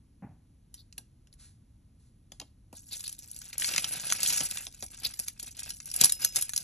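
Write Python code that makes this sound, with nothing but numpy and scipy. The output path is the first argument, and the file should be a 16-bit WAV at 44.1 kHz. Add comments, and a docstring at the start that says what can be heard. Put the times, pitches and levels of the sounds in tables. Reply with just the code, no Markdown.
"""Over a steady low rumble and thin hiss come a dull bump and a few single clicks, close to a two-port microphone.
A hand then pushes into a heap of metal costume jewelry on a padded table: chains jingle, trinkets clatter
and scrape, and a bangle rings as a handful is lifted. The room is small and quiet.
Struck pieces are sums of damped modes with a noise crack; chains are dense random contacts between such pieces;
rumble, hiss, table and skin are coloured noise; the bangle is a set of fading sines."""
import sys
import numpy as np
from scipy import signal
from scipy.fft import rfft, irfft, next_fast_len
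from scipy.io import wavfile
from scipy.ndimage import map_coordinates

SR = 44100
rng = np.random.default_rng(int(sys.argv[2]) if len(sys.argv) > 2 else 0)


def persist_wave(psi):
    """Save psi, clipped to +-1, as 16-bit WAV."""
    counts = np.round(np.clip(psi, -1, 1) * 32767).astype(np.int16)
    wavfile.write(sys.argv[1], SR, np.atleast_2d(counts).T)


N = 292383


def amp(db):
    """Decibels to gain."""
    return 10 ** (np.asarray(db) / 20)


def unit(x):
    """Scale to rms 1."""
    return x / np.sqrt(np.mean(x ** 2) + 1e-20)


def signed(*shape):
    """Random values spread evenly from -1 to 1."""
    return rng.uniform(-1, 1, shape)


def along(points, hz):
    """Read (Hz, value) points on a log frequency axis."""
    point_hz, value = np.transpose(points)
    return np.interp(np.log(hz + 1), np.log(point_hz), value)


def add(track, s, sound):
    """Mix a sound into a track at time s."""
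    rest = track[..., max(round(s * SR), 0):]
    rest[..., :sound.shape[-1]] += sound[..., :rest.shape[-1]]


def colour(x, *spectra, size=2048):
    """Causal (minimum-phase) filter whose dB gain is the sum of the spectra."""
    hz = np.fft.rfftfreq(size, 1 / SR)
    gain_db = sum(along(points, hz) for points in spectra)
    cepstrum = irfft(np.log(amp(gain_db)))
    # folding the cepstrum forward in time makes the phase minimal
    cepstrum[1:size // 2] *= 2
    cepstrum[size // 2 + 1:] = 0
    response = np.array(irfft(np.exp(rfft(cepstrum))), ndmin=x.ndim)
    return signal.oaconvolve(x, response, axes=-1)[..., :x.shape[-1]]


def fade(t, t60):
    """Exponential decay, 60 dB in t60 seconds."""
    return np.exp(-np.log(1000) * t / t60)


def wobble(rate):
    """A random curve: straight lines between rate knots a second."""
    knots = rng.standard_normal(int(N * rate / SR) + 4)
    return map_coordinates(knots, [np.arange(N) * rate / SR], order=1)


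def swells(rows, attack_s, release_s):
    """Gain per sample: each gesture rises to full at its time, holds and dies away."""
    t = np.arange(N) / SR
    gain = np.zeros(N)
    for full_s, hold_s, level_db in rows:
        rise = np.minimum((t - full_s) / attack_s, 0)
        fall = np.minimum((full_s + hold_s - t) / release_s, 0)
        gain += amp(level_db) * np.exp(rise + fall)
    return gain


# how much the two ports differ, side against mid: pitch_hz [Hz], gain_db [dB]
SIDE_SPREAD = [(100, -22.5), (250, -9.5), (550, -0.5), (1000, -2), (1600, -29), (3000, -13.5), (5000, -8),
               (9000, -40), (11500, -7.5), (14500, -27.5)]


def scatter(side):
    """Tint a side signal so that some bands spread wide and others stay nearly mono."""
    return colour(side, SIDE_SPREAD)


# tint of the room's rumble and hiss: pitch_hz [Hz], gain_db [dB]
RUMBLE_COLOUR = [(20, -15), (35, 4.5), (70, 3.5), (115, 2.5), (170, -6), (250, -6.5), (400, -23),
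                 (700, -31), (1500, -36.5), (4000, -37.5), (7500, -38.5), (10400, -28), (12000, -46.5),
                 (13200, -53), (14500, -82)]


def background(level_db=-59, side_db=-3):
    """Steady low room rumble and thin hiss, as mid and side; the bass is nearly mono."""
    mid = unit(colour(rng.standard_normal(N), RUMBLE_COLOUR, size=8192))
    side = scatter(unit(colour(rng.standard_normal(N), RUMBLE_COLOUR, size=8192)))
    return amp(level_db) * np.array([mid, amp(side_db) * side])


# how long each band of the room lingers: pitch_hz [Hz], t60_s [s to fall 60 dB]
ROOM_DECAY = [(200, .22), (600, .2), (2000, .24), (6000, .24), (14000, .15)]


def room(x, mid_db=-19, side_db=-25):
    """A short diffuse tail of fading noise, as mid and side; the top treble dies first."""
    hz, t, noise = signal.stft(rng.standard_normal((2, SR // 2)), SR, nperseg=256)
    decay = fade(t, along(ROOM_DECAY, hz)[:, None])
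    tail = signal.istft(noise * decay, SR)[1]
    wet = signal.fftconvolve(x[None], tail / np.linalg.norm(tail[0]), axes=1)[:, :N]
    return wet * amp([[mid_db], [side_db]])


# dull knocks on the table: start_s [s], level_db [dB, relative], t60_s [s, decay of the push]
BUMP_HITS = [(0.223, -38, 0.37), (0.239, -39.5, 0.078), (6.037, -45, 0.051)]
# tint of the table top under a soft bump: pitch_hz [Hz], gain_db [dB]
TABLE_COLOUR = [(30, -37), (90, 1.5), (160, 6.5), (230, -0.5), (450, -21.5), (760, -12.5), (1200, -27),
                (1800, -27), (2700, -36), (3600, -76), (15000, -60)]


def bumps(level_db=-17):
    """Soft, heavy contacts thud in the table top: fading noise through its dull tint."""
    out, t = np.zeros(N), np.arange(SR // 2) / SR
    for start_s, bump_db, t60_s in BUMP_HITS:
        push = rng.standard_normal(len(t)) * fade(t, t60_s)
        add(out, start_s, amp(bump_db + level_db) * unit(colour(push, TABLE_COLOUR)))
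    return out


# soft hiss: skin sliding lightly, and faint tails after the two clinks near 2.4 s:
# full_s [s], hold_s [s], level_db [dB]
SOFT_HISSES = [(.745, .04, -66.5), (.98, 0.0093, -65), (1.4, 0.06, -56.5), (2.0, 0.075, -73),
               (2.33, .01, -65), (2.42, 0.0092, -69)]
# tint of the soft hiss: pitch_hz [Hz], gain_db [dB]
HISS_COLOUR = [(100, -6), (600, -10), (1500, 0), (3200, -2), (4100, 6.5), (6000, 4), (8500, 8.5),
               (10600, 13), (12000, -18), (15000, -27)]
HISS_ATTACK_S, HISS_RELEASE_S = 0.0095, 0.042  # time constants


def brush():
    """Soft swells of coloured noise: the hand slides in with a faint hiss, and two clinks get faint tails."""
    hiss = unit(colour(rng.standard_normal(N), HISS_COLOUR))
    return swells(SOFT_HISSES, HISS_ATTACK_S, HISS_RELEASE_S) * hiss


# a piece is pressed down onto the table top: start_s [s], level_db [dB, relative]
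KNOCK_HITS = [(0.982, -48), (2.3194, -47.5), (2.402, -41.5), (2.4161, -39.5), (2.7286, -40.5), (3.78, -41),
              (3.8431, -42), (4.1003, -39), (4.4066, -29.5), (4.6683, -44), (4.8254, -35.5), (5.018, -46.5),
              (5.195, -43.5), (5.4276, -47.5), (6.0121, -31), (6.0427, -33), (6.2484, -40.5),
              (6.3657, -41.5)]
# tint of the padded top under a pressed piece: pitch_hz [Hz], gain_db [dB]
PADDED_TOP_COLOUR = [(30, -17), (130, 16), (280, 13), (460, 9), (750, 12), (1200, 0.5), (2300, -14),
                     (5000, -29)]


def knocks(level_db=19, t60=0.079, size=4096):
    """The padded top answers a pressed piece with a short, dead knock of fading noise."""
    out = np.zeros(N)
    for start_s, knock_db in KNOCK_HITS:
        push = rng.standard_normal(size) * fade(np.arange(size) / SR, t60)
        add(out, start_s, amp(knock_db + level_db) * push / np.linalg.norm(push))
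    return colour(out, PADDED_TOP_COLOUR)


def trinket(ring_t60, crack_db, crack_t60, count=40, size=2048):
    """One damped piece struck once, as mid and side: a crack and inharmonic modes that each radiate their own way."""
    t = np.arange(size) / SR
    slots = np.arange(count) + rng.random(count)
    hz = 1200 + 14000 * slots[:, None] / count  # one mode at random in each slot
    life, strength = signed(2, count, 1)
    phase = rng.random((2, count, 1))  # in cycles, separate for mid and side
    modes = amp(4.9 * strength) * fade(t, ring_t60 * 2 ** life) * np.sin(2 * np.pi * (hz * t + phase))
    ring = unit(modes.sum(axis=1))
    crack = unit(rng.standard_normal((2, size)) * fade(t, crack_t60))
    return unit(ring + amp(crack_db) * crack) / np.sqrt(size)


def jostle(rate, ring_t60, spread_db, voice_db=10, count=20):
    """Random contacts, rate a second, rms 1: each piece has its own voice and chatters in short bouts."""
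    grains = np.zeros((2, N))
    bands = np.linspace(600, 15000, 15)
    shoves = np.exp(.6 * wobble(60))  # the whole heap sticks and gives way
    for _ in range(count):
        voice = list(zip(bands, voice_db * signed(len(bands))))
        piece = unit(colour(trinket(ring_t60, crack_db=-2.0, crack_t60=0.0064), voice))
        bouts = unit(shoves * np.exp(wobble(25)))
        struck = np.flatnonzero(rng.random(N) < 2 * rate * bouts / count / SR)
        strength, direction = signed(2, N)[:, struck]
        blows = np.zeros(N)
        blows[struck] = amp(spread_db * strength) * np.sign(direction)
        grains += signal.oaconvolve(blows[None], piece, axes=1)[:, :N]
    return unit(grains / np.sqrt(rate))


# a small piece skids over its neighbours: start_s [s], length_s [s], level_db [dB]
SKID_MOVES = [(0.758, 0.079, -61), (2.423, 0.094, -74), (2.73, 0.068, -64), (2.906, 0.054, -41.5),
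              (3.039, 0.054, -41.5), (5.036, 0.038, -30)]
# the skidding piece's broad resonance: pitch_hz [Hz], gain_db [dB]
SKID_COLOUR = [(300, -22), (2000, -31), (3300, -11), (3900, 4), (4600, 3.5), (5500, -4.5), (8000, -29),
               (10500, -5.5), (14000, -23)]


def skids(slip_rate=1100):
    """Fast stick-slip ticks through one piece's broad resonance, swelling and fading with each push."""
    push = np.zeros(N)
    for start_s, length_s, level_db in SKID_MOVES:
        arch = np.sin(np.linspace(0, np.pi, round(length_s * SR)))
        add(push, start_s, amp(level_db) * arch)
    slips = jostle(slip_rate, ring_t60=.01, spread_db=6, count=5)
    return push * unit(colour(slips, SKID_COLOUR))


# the bangle's modes: pitch_hz [Hz], level_db [dB, relative], t60_s [s to fall 60 dB]
BANGLE_MODES = [(2830, -9, .3), (5157, 0, .34), (6977, -4, .13), (9868, -6, .12), (10590, -7, .2),
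                (11940, -6, .18)]
# touches that set the bangle ringing: start_s [s], level_db [dB, relative]
BANGLE_TOUCHES = [(6.056, -57), (6.12, -40.5), (6.221, -33), (6.247, -44.5), (6.359, -37)]


def bangle(level_db=-2, rub=0.65):
    """Lifted clear of the heap, a bangle rings on after each touch; its neighbours rub and unsteady the tone."""
    out, t = np.zeros(N), np.arange(SR // 2) / SR
    knots = t[::400]
    for start_s, touch_db in BANGLE_TOUCHES:
        for pitch_hz, mode_db, t60_s in BANGLE_MODES:
            strength = amp(touch_db + mode_db + level_db + 2 * rng.standard_normal())
            drift = rub * np.interp(t, knots, rng.standard_normal(len(knots)))  # phase, radians
            tone = np.sin(2 * np.pi * pitch_hz * t + drift)
            add(out, start_s, strength * fade(t, t60_s) * tone)
    return out


# the flat hand ploughs through the heap: time_s [s], push_db [dB, effort], drag_db [dB, on the larger pieces]
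PLOUGH_PATH = [(3.42, -75, -66), (3.57, -52, -54), (3.61, -33.5, -44.5), (3.78, -31.5, -39.5),
               (3.88, -39, -47), (3.94, -37.5, -43.5), (4.19, -32.5, -42.5), (4.27, -27, -38.5),
               (4.42, -30.5, -41), (4.48, -39, -49), (4.58, -40.5, -46), (4.68, -57, -67)]
# the fingers nudge the heap: full_s [s], hold_s [s], push_db [dB, effort]
FINGER_NUDGES = [(2.92, 0.052, -46), (3.19, 0.057, -58.5), (4.83, .02, -47.5), (4.93, .02, -45.5),
                 (5.04, 0.029, -34.5), (5.2, 0.013, -40.5), (5.4, 0.075, -45), (5.59, 0.11, -41),
                 (5.885, .01, -45), (5.94, .06, -43.5), (6.02, 0.031, -27), (6.23, 0.011, -32.5),
                 (6.37, 0.033, -36), (6.575, 0.034, -44.5)]
NUDGE_ATTACK_S, SETTLE_S = 0.019, 0.032  # time constants of the heap giving way and settling
TOUCH_S, REST_DB = 2.73, -56  # from then on the hand lies on the heap and keeps it faintly astir


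def effort(restless_db=3, scrape_db=-8, scrape_grows=1.284):
    """The hand's push on the fine links and its drag on the larger pieces, which a light touch hardly moves."""
    t = np.arange(N) / SR
    time_s, *levels = np.transpose(PLOUGH_PATH)
    # silent before and after the path
    plough, drag = [amp(np.interp(t, time_s, db, -np.inf, -np.inf)) for db in levels]
    resting = (t > TOUCH_S) * amp(REST_DB + restless_db * wobble(14))
    stir = resting + swells(FINGER_NUDGES, NUDGE_ATTACK_S, SETTLE_S)
    stir_drag = amp(scrape_db) * stir.max() * (stir / stir.max()) ** scrape_grows
    return plough + stir, drag + stir_drag


# tint of the fine links: pitch_hz [Hz], gain_db [dB]
CHAIN_COLOUR = [(100, -35), (1500, -51), (3200, -11), (4200, 3), (5400, 4.5), (7000, 5.5), (8600, 8.5),
                (10500, 11), (11600, 0.5), (12700, -1.5), (14000, -28), (15500, -13)]
# tint of the larger pieces scraping: pitch_hz [Hz], gain_db [dB]
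SCRAPE_COLOUR = [(30, -10), (140, 5), (300, -3.5), (480, -5), (800, -0.5), (1250, -7.5), (1570, -2),
                 (2000, -4), (2500, -1), (3500, -3), (6000, -8.5), (14000, -29)]


def heap(push, drag, rest_rate=150, extra_rate=1000, chains_db=-1, scrape_db=-1.5):
    """Fine links jingle and larger pieces scrape; the harder the push, the louder and the more contacts each second."""
    rate = abs(rest_rate + extra_rate * np.sqrt(push / push.max()))
    links = jostle(rate, ring_t60=0.033, spread_db=16, voice_db=13.5, count=28)
    pieces = jostle(rate / 2, ring_t60=0.034, spread_db=3.5, voice_db=12, count=24)
    jingle = amp(chains_db) * push * unit(colour(links, CHAIN_COLOUR))
    # the links also tap on the larger pieces
    scrape = amp(scrape_db) * drag * unit(colour(pieces + .5 * links, SCRAPE_COLOUR))
    return jingle + scrape


GRAZE_S = .006  # a piece may graze its neighbours this long before it lands


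def chatter(rebound, clatter_s, graze, count=7, size=4096):
    """Light grazes, the blow itself, then weaker rebounds, mostly within a few milliseconds."""
    late, early = rng.exponential(1, count), rng.random(count)
    s = np.concatenate([GRAZE_S * early, GRAZE_S + clatter_s * late])
    strength = np.concatenate([graze * early, rebound * np.exp(-late / 2)])
    blows = np.zeros(size)
    blows[np.clip(s * SR, 0, size - 1).astype(int)] = strength * np.sign(signed(len(s)))
    blows[round(GRAZE_S * SR)] = 1
    return blows


# pieces striking each other, small ones bright and large ones dull:
# hit_s [s], level_db [dB, relative], brightness [dB per octave]
CLINK_HITS = [(0.7419, -42, -0.5), (0.926, -49, -3), (0.9798, -34, -1), (1.2718, -60, -7.5),
              (1.328, -54.5, -2.5), (1.338, -57.5, -1), (2.3192, -43, -6), (2.3995, -36.5, -7),
              (2.414, -41, -13.5), (2.7281, -47, -1), (2.9945, -44, -2), (3.0064, -36.5, 1.5),
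              (3.04, -36.5, 0), (3.064, -39.5, -3), (3.0783, -34, 1.5), (3.094, -37, 1.5),
              (3.127, -42, 4.5), (3.1903, -43, 7.5), (3.3142, -44, 12.5), (3.3637, -43.5, 7),
              (3.3892, -44, 8.5), (3.4167, -39.5, -3), (3.5294, -36, -7.5), (3.5814, -34, 12),
              (3.598, -32.5, 1), (3.6207, -28, -11.5), (3.6446, -25, -9), (3.69, -28, -6.5),
              (3.7381, -30.5, -9.5), (3.762, -22, -9.5), (3.78, -19.5, -7), (3.8433, -22, -5),
              (4.1006, -26, -3), (4.1236, -17, -2.5), (4.2317, -20, 1.5), (4.2607, -21, -3),
              (4.3032, -24.5, -4), (4.334, -28, -2), (4.3787, -28, -7), (4.4065, -27, -10),
              (4.4879, -45, 5), (4.511, -31, 0.5), (4.5722, -30, -5.5), (4.6679, -35, -6.5),
              (4.7461, -43, 0), (4.8249, -33.5, -4.5), (5.0485, -34, -2.5), (5.1377, -39, -3),
              (5.1925, -30, 4.5), (5.1983, -31, 9), (5.2825, -27.5, -1), (5.397, -35.5, -1.5),
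              (5.4288, -38.5, 7.5), (5.592, -36.5, -2.5), (5.7048, -31.5, -3), (5.8022, -36, -6),
              (5.857, -40, 8), (5.915, -34, 1), (5.941, -32, 0), (5.963, -32.5, 12), (6.0126, -11.5, 2.5),
              (6.038, -12.5, -0.5), (6.0441, -13, 7), (6.056, -17.5, 5.5), (6.0959, -24.5, 0),
              (6.122, -23, 3), (6.2479, -16, 3.5), (6.3598, -23, 5.5), (6.3659, -21, 0), (6.4125, -31, 6),
              (6.4238, -23.5, 4.5), (6.4932, -28, 0), (6.535, -29, 0.5), (6.5629, -24, 2),
              (6.577, -23, 2.5)]
# tint shared by all struck pieces: pitch_hz [Hz], gain_db [dB]
STRUCK_COLOUR = [(30, 3), (130, 13.5), (280, 10), (460, 5), (750, 6), (1200, 2.5), (2300, -5.5),
                 (4200, 0.5), (6500, 4), (8700, 5), (10300, 11), (12200, -5.5), (13800, -15), (15500, -21)]
CLINK_HZ, CLINK_PEAK_DB = 5820, 1  # the pivot of the brightness tilt, and its lift
BODY_HZ, SHIMMER_HZ = 2296, 10800  # brightness tilts the range between these
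BASS_HZ, BASS_DB = 493, -31  # struck pieces radiate little bass


def clinks(push, level_db=22, graze=0.26, rebound=0.81, rebound_drop=0.045):
    """Pieces strike and chatter, size tilting colour; large ones rebound more, a moving heap grazes them first."""
    out = np.zeros((2, N))
    for hit_s, hit_db, brightness in CLINK_HITS:
        body, shimmer = [(hz, brightness * np.log2(hz / CLINK_HZ)) for hz in (BODY_HZ, SHIMMER_HZ)]
        voice = [(BASS_HZ, BASS_DB), body, (CLINK_HZ, CLINK_PEAK_DB), shimmer]
        motion = np.sqrt(push[round(hit_s * SR)] / push.max())
        bounce = np.clip(rebound - rebound_drop * brightness, 0, 1)
        blows = chatter(bounce, clatter_s=.003, graze=graze * motion)
        piece = signal.fftconvolve(blows[None], trinket(ring_t60=0.048, crack_db=9, crack_t60=0.0065))
        piece *= amp(hit_db + level_db) / np.linalg.norm(piece[0])
        add(out, hit_s - GRAZE_S, colour(piece, STRUCK_COLOUR, voice))
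    return out


def scene():
    """All sounds come from one spot on the table; the heap and the room spread them a little."""
    push, drag = effort()
    metal, metal_side = clinks(push) + heap(push, drag) + skids()
    direct = metal + bangle() + knocks() + bumps() + brush()
    close = np.array([direct, scatter(metal_side)])
    mid, side = room(direct) + background() + close
    return np.array([mid + side, mid - side])


# how far the left port leads the right one: pitch_hz [Hz], lead_rad [radians]
PORT_LEAD = [(20, 0), (1900, 0), (2750, .7), (3900, .65), (4600, 1.7), (5150, 4.7), (5900, 6.3),
             (8300, 8.9), (9500, 9.6), (12200, 12.4), (13800, 12.7), (15300, 15.5)]
TOP_HZ = 15900  # nothing passes from here up


def record(dry):
    """The two ports hear the table at different phases; the loudest peaks are rounded off; then the band limit."""
    size = next_fast_len(N + SR // 2)
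    hz = np.fft.rfftfreq(size, 1 / SR)
    # half the lead goes to each port
    ports = np.exp(.5j * along(PORT_LEAD, hz) * np.array([[1], [-1]]))
    heard = irfft(rfft(dry, size) * ports, size)
    rounded = heard / (1 + (heard / .85) ** 4) ** .25
    return irfft(rfft(rounded) * (hz < TOP_HZ), size)[:, :N]


dry = scene()
out = record(dry)
persist_wave(out)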